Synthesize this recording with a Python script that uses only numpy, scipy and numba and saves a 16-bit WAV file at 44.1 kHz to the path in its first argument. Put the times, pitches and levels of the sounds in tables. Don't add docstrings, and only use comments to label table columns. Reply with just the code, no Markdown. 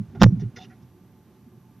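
import sys
import numpy as np
from scipy import signal
from scipy.fft import rfft, irfft
from scipy.io import wavfile
from scipy.ndimage import uniform_filter1d
from numba import njit

SR = 44100
rng = np.random.default_rng(int(sys.argv[2]) if len(sys.argv) > 2 else 0)


def bounce(signal):
    frames = np.transpose(np.atleast_2d(signal))
    limited = np.clip(frames, -1, 1)
    pcm = np.round(limited * 32767).astype(np.int16)
    wavfile.write(sys.argv[1], SR, pcm)


def ratio_of_db(decibels):
    return 10 ** (np.asarray(decibels, float) / 20)


N = 79380
T = np.arange(N) / SR


def level(x, db):
    return x * ratio_of_db(db) / np.sqrt(np.mean(x ** 2))


def curve(rows):
    return np.interp(T, *np.array(rows).T)


@njit
def svf(x, hz, width):
    y, b, l = np.empty(len(x)), 0., 0.
    for i in range(len(x)):
        g, k = np.tan(np.pi * hz[i] / SR), width / hz[i]
        v = (b + g * (x[i] - l)) / (1 + g * (g + k))
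        b, l, y[i] = 2 * v - b, l + 2 * g * v, k * v
    return y


def band(x, hz, width):
    return svf(x, np.full(N, 1. * hz), 1. * width)


def butter(x, hz, kind, order):
    sos = signal.butter(order, hz, kind, fs=SR, output="sos")
    settled = signal.sosfilt_zi(sos) * x[0] * (kind == "low")
    return signal.sosfilt(sos, x, zi=settled)[0]


def walk(rate):
    k = int(SR / rate)
    steps = np.repeat(rng.standard_normal(N // k + 1), k)
    return 1.3 * uniform_filter1d(uniform_filter1d(steps, k), k)[:N]


def shape(start, rise, hold, t60):
    u = T - start
    return np.clip(u / rise, 0, 1) * ratio_of_db(-60 * np.maximum(u - hold, 0) / t60)


def pulse(s, ms):
    def edge(at):
        return np.clip((T - at) * SR / 2 + .5, 0, 1)
    return edge(s) - edge(s + ms / 1000)


# pitch_hz, level_db (per Hz)
HISS_COLOUR = [(24, -40), (40, -13.5), (159, 0), (379, -31), (702, -44), (756, -24.5), (14600, -24)]
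# time_s, pitch_hz
WHINE_PITCH = [(0, 11540), (.42, 11000), (.47, 8660), (.5, 9800), (.53, 13680), (.552, 9650), (.6, 11680),
               (.686, 10900), (.79, 11660), (1.244, 11900), (1.8, 11710)]


def line_input():
    freqs, colour = np.maximum(np.fft.rfftfreq(N, 1 / SR), 1), np.array(HISS_COLOUR)
    tilt = ratio_of_db(np.interp(np.log(freqs), np.log(colour[:, 0]), colour[:, 1]))
    hiss = level(irfft(rfft(rng.standard_normal((2, N))) * tilt, N), -69.5)
    wander_hz = 1700 * walk(150) * (T < .45)
    centre = np.clip(curve(WHINE_PITCH) + wander_hz, 7000, 14000)
    early = .6
    settle = early + (1 - early) * shape(.53, .1, 9, 1)
    whine = level(svf(rng.standard_normal(N), centre, 730.), -78) * settle
    top_edge = signal.ellip(8, .3, 60, 14500, fs=SR, output="sos")
    thin_tone = ratio_of_db(-83) * np.sin(2 * np.pi * 5870 * T)
    return signal.sosfilt(top_edge, hiss + whine) + thin_tone


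# pitch_hz, width_hz, level_db
AIR = [(91, 41, -11), (121.6, 7.6, 0.5), (182.5, 8.7, -2), (222.5, 24.6, -3.5), (300, 40, -15.5),
       (363.2, 21, -6.5), (500, 34, -34.5), (744, 13, -14.5), (869, 18, -12), (1048, 18, -17),
       (1183, 22, -17.5), (1534, 220, -30.5), (2259, 3100, -37)]
# time_s, level_db
SHAKE = [
    (0, 7),
    (.13, 12),
    (.3, 12),
    (.5, 10),
    (.6, 12.5),
    (.9, 5),
    (1.8, 3.5),
]


def air():
    shake_db, shake_top_hz, flicker_db = curve(SHAKE), 400, 1
    hum = 0
    for hz, width, db in AIR:
        swell_db = shake_db / (1 + (hz / shake_top_hz) ** 4)
        loudness = ratio_of_db(db + flicker_db * walk(21) + swell_db)
        hum = hum + loudness * band(rng.standard_normal(N), hz, width)
    rumble = level(butter(rng.standard_normal(N), 44.6, "low", order=2), -65.5)
    return hum * ratio_of_db(-31) + rumble * (.1 + shape(-1, 1, 1.58, .1))


# pitch_hz, width_hz, level_db
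LOOSE = [
    (75.4, 18, -9.5),
    (113.4, 70, 3.5),
    (162, 160, 2),
    (193, 66, -6),
]
# time_s, level_db
RATTLE = [
    (0, -33),
    (.05, -43.5),
    (.13, -43.5),
    (.2, -31),
    (.29, -26.5),
    (.42, -37),
    (.49, -42),
    (.56, -55),
    (.7, -54),
]


def rattle():
    boom = 0
    for hz, width, db in LOOSE:
        boom = boom + ratio_of_db(db) * band(band(rng.standard_normal(N), hz, width), hz, width)
    return ratio_of_db(curve(RATTLE)) * level(butter(boom, 270, "low", order=3), 0)


# start_s, level_db (peak), pitch_hz, held_s, t60_s
TIN = [
    (.244, -53, 5820, .022, .14),
    (.268, -60, 5570, .024, .05),
    (.25, -65, 5480, .02, .06),
    (.316, -69, 5700, .012, .05),
    (.398, -57, 6030, .012, .025),
    (.564, -50, 6000, .012, .02),
    (.566, -49, 5050, .011, .02),
]


def tin():
    out = 0
    for start, db, hz, hold, t60 in TIN:
        loudness = ratio_of_db(db + 2 * walk(150)) * shape(start, .003, hold, t60)
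        pitch = hz * (1 + .004 * walk(60))
        out = out + loudness * np.sin(2 * np.pi * np.cumsum(pitch) / SR)
    return out


def grains():
    hits = rng.random(N) < 12000 / SR
    sizes = ratio_of_db(1.5 * rng.exponential(size=N)) * rng.standard_normal(N)
    return level(hits * sizes, 0)


# start_s, length_s, level_db, brightest_hz, breadth_octaves
SCRAPES = [(0.146, 0.031, -46, 650, .7), (0.148, 0.0081, -57, 1900, 1.2), (0.195, 0.015, -53.5, 2500, 1.5),
           (.205, .012, -41, 3600, 3.7), (0.212, 0.028, -35.5, 2500, 2.6), (0.23, 0.016, -53, 2500, 1.2),
           (0.24, 0.0043, -34, 500, 1.1), (.394, 0.024, -58.5, 5320, 0.64), (.402, 0.0079, -60, 3800, 0.19),
           (0.41, 0.027, -71, 4196, .8), (0.393, 0.053, -60.5, 1900, 0.47), (.395, 0.016, -55.5, 720, 0.3),
           (0.561, 0.012, -45, 1650, 0.68), (0.558, 0.024, -55, 3500, 1.7), (0.578, .03, -62, 3500, 1.3),
           (0.561, 0.014, -52, 5460, 0.47), (0.57, 0.05, -47.5, 745, 0.061),
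           (0.607, 0.049, -58.5, 3500, 0.88), (0.603, 0.028, -50.5, 3590, .1), (0.66, 0.03, -63, 444.4, .5),
           (0.584, 0.019, -49.5, 3170, 0.28), (0.609, .042, -47, 2850, 0.17),
           (0.615, 0.024, -61.5, 5028, 0.31), (0.697, 0.035, -57, 1710, 0.38),
           (0.692, 0.018, -66.5, 6048, 0.3), (0.817, 0.02, -70, 5230, 0.62)]
# pitch_hz, width_hz, level_db
WOOD = [(372, 60, -1), (500, 48, 0), (745, 15, 10), (858.5, 16, 1), (1090, 17, -2.5), (1425, 47, 6),
        (1900, 100, 1.5), (2053, 130, -7), (2850, 71, -3.5), (3590, 91, -1.5), (4230, 110, -9.5),
        (5120, 150, -3), (5647, 75, -1), (5960, 33, -7.5)]


def talons():
    out, common, flutter = 0, grains(), ratio_of_db(1.2 * walk(150))
    shared = .6
    rise_s, fall_t60_s = .003, .042
    for hz, width, db in WOOD:
        force = 0
        for start, length, scrape_db, brightest, breadth in SCRAPES:
            nearness = np.exp(-.5 * (np.log2(hz / brightest) / breadth) ** 2)
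            force = force + ratio_of_db(scrape_db) * shape(start, rise_s, length, fall_t60_s) * nearness
        push = force * flutter * (shared * common + np.sqrt(1 - shared ** 2) * grains())
        pitch = hz * (1 + .012 * walk(40))
        ring = band(svf(push, pitch, 2. * width), hz, 6 * width)
        raw_scrape = band(band(push, hz, hz / 3), hz, hz / 2)
        out = out + ratio_of_db(db + 13) * ring + ratio_of_db(-.5) * raw_scrape
    return out


# start_s, level_db (peak), pitch_hz, held_s, t60_s once released
PANEL_BLOWS = [
    (.2086, -12, 205, .005, .01),
    (.2135, -2.5, 198, .0198, .006),
    (.2370, -6, 200, .0125, .05),
    (.2442, -6.5, 115, .047, .035),
    (.2566, -6.5, 170, .0115, .03),
    (-.0062, -24, 200, .022, .07),
    (-.0135, -28, 120, .025, .1),
               (0.21, -16, 110, 0.0047, 0.018), (0.21, -14, 94, 0.0055, 0.016), (0.57, -45.5, 393, 0.016, 0.031),
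         (.64, -47, 385, 0.017, .04), (0.16, -35.5, 173, 0.012, 0.07), (0.2, -33.5, 135.5, 0.033, 0.11),
         (0.26, -19.5, 370, 0.0011, 0.03), (.150, -38, 382, 0.015, .04), (.150, -45, 734, 0.012, .03),
         (.163, -48, 870, 0.012, .03), (0.6, -56, 890, 0.016, .03), (.585, -55.5, 900, .03, .03),
         (0.26, -17.5, 490, 0.0034, 0.023), (.396, -51.5, 730, 0.0093, .03), (.566, -47, 470, 0.015, 0.045),
         (.583, -44.5, 745, 0.045, 0.069), (.705, -54, 745, 0.027, 0.079),
         (0.3045, -22.5, 181.4, 0.0036, 0.092), (0.32, -14, 178, 0.018, 0.057),
         (0.36, -25, 115, 0.032, 0.17), (0.37, -24, 199, 0.018, 0.12), (.42, -37, 393, 0.02, 0.012),
         (0.42, -21.5, 156, .018, 0.038), (0.44, -23, 114, 0.033, 0.092), (0.28, -42.5, 373, 0.028, .05),
         (0.43, -36, 203, 0.024, 0.068), (0.49, -39, 123, 0.024, .06), (.783, -45, 210, 0.012, 0.033),
         (.828, -45, 126, 0.042, 0.071), (0.66, -48.5, 120, .03, .06), (1.462, -43, 237, 0.018, 0.059)]


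def panels():
    out = 0
    for start, db, hz, hold, t60 in PANEL_BLOWS:
        out = out + ratio_of_db(db) * shape(start, .0045, hold, t60) * np.sin(2 * np.pi * hz * (T - start))
    return out


def scene():
    box = panels() + rattle() + talons() + tin() + air()
    return np.array([box, box])


# start_s, length_ms, size (signed)
FLIPS = [
    (.2172, .45, .85),
    (.22285, .46, 1.4),
    (.2326, .82, -.22),
    (.2337, .3, -.25),
    (.2340, 4.5, .55),
    (.2357, .3, -.3),
    (.2387, .3, -.3),
    (.2390, 2.97, .3),
    (.2414, .2, -.15),
    (.2417, .27, .2),
]
# start_s, size (signed), recovery_ms
JUMPS = [
    (.23342, .6, .25),
    (.2340, -.4, 1),
    (.23632, -1.15, .33),
    (.2390, .4, .25),
    (.24197, -.5, .5),
]


def flips():
    feed_delay_s, out = .00012, 0
    for start, size, ms in JUMPS:
        out = out + size * shape(start - feed_delay_s, 2 / SR, 0, np.log(1000) * ms / 1000)
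    for start, ms, size in FLIPS:
        out = out + size * pulse(start - feed_delay_s, ms)
    return out


def narrow_feed(box):
    jumps = flips()
    feed = butter(np.clip(box, -.95, .72) + jumps, 15, "high", order=1)
    mirror = butter(feed * np.cos(2 * np.pi * 20660 * T), [13400, 14800], "band", order=4)
    sharp_edge = signal.ellip(8, .3, 60, 7050, fs=SR, output="sos")
    settled = signal.sosfilt_zi(sharp_edge) * feed[0]
    body = butter(signal.sosfilt(sharp_edge, feed, zi=settled)[0], 8000, "low", order=1)
    leak = butter(jumps, [8200, 13000], "band", order=2)
    return body + ratio_of_db(-15.5) * mirror + ratio_of_db(-23) * leak


def stereo(feed):
    quiet_db, loud_db = -2.5, -3
    loudness = np.clip(uniform_filter1d(np.abs(feed), size=900) / .15, 0, 1)
    left = ratio_of_db(quiet_db + (loud_db - quiet_db) * loudness) * feed
    spike_s, sag_ms = .23324, .3
    spike = .9 * pulse(spike_s, .105)
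    sag = -.3 * pulse(spike_s - sag_ms / 1000, sag_ms)
    return np.array([left, feed + spike + sag])


def roll_off(x):
    return signal.sosfilt(signal.butter(12, 19500, fs=SR, output="sos"), x)


def record(dry):
    mix = stereo(narrow_feed(dry[0])) + line_input()
    return roll_off(np.clip(mix, -1, 1))


dry = scene()
out = record(dry)
bounce(out)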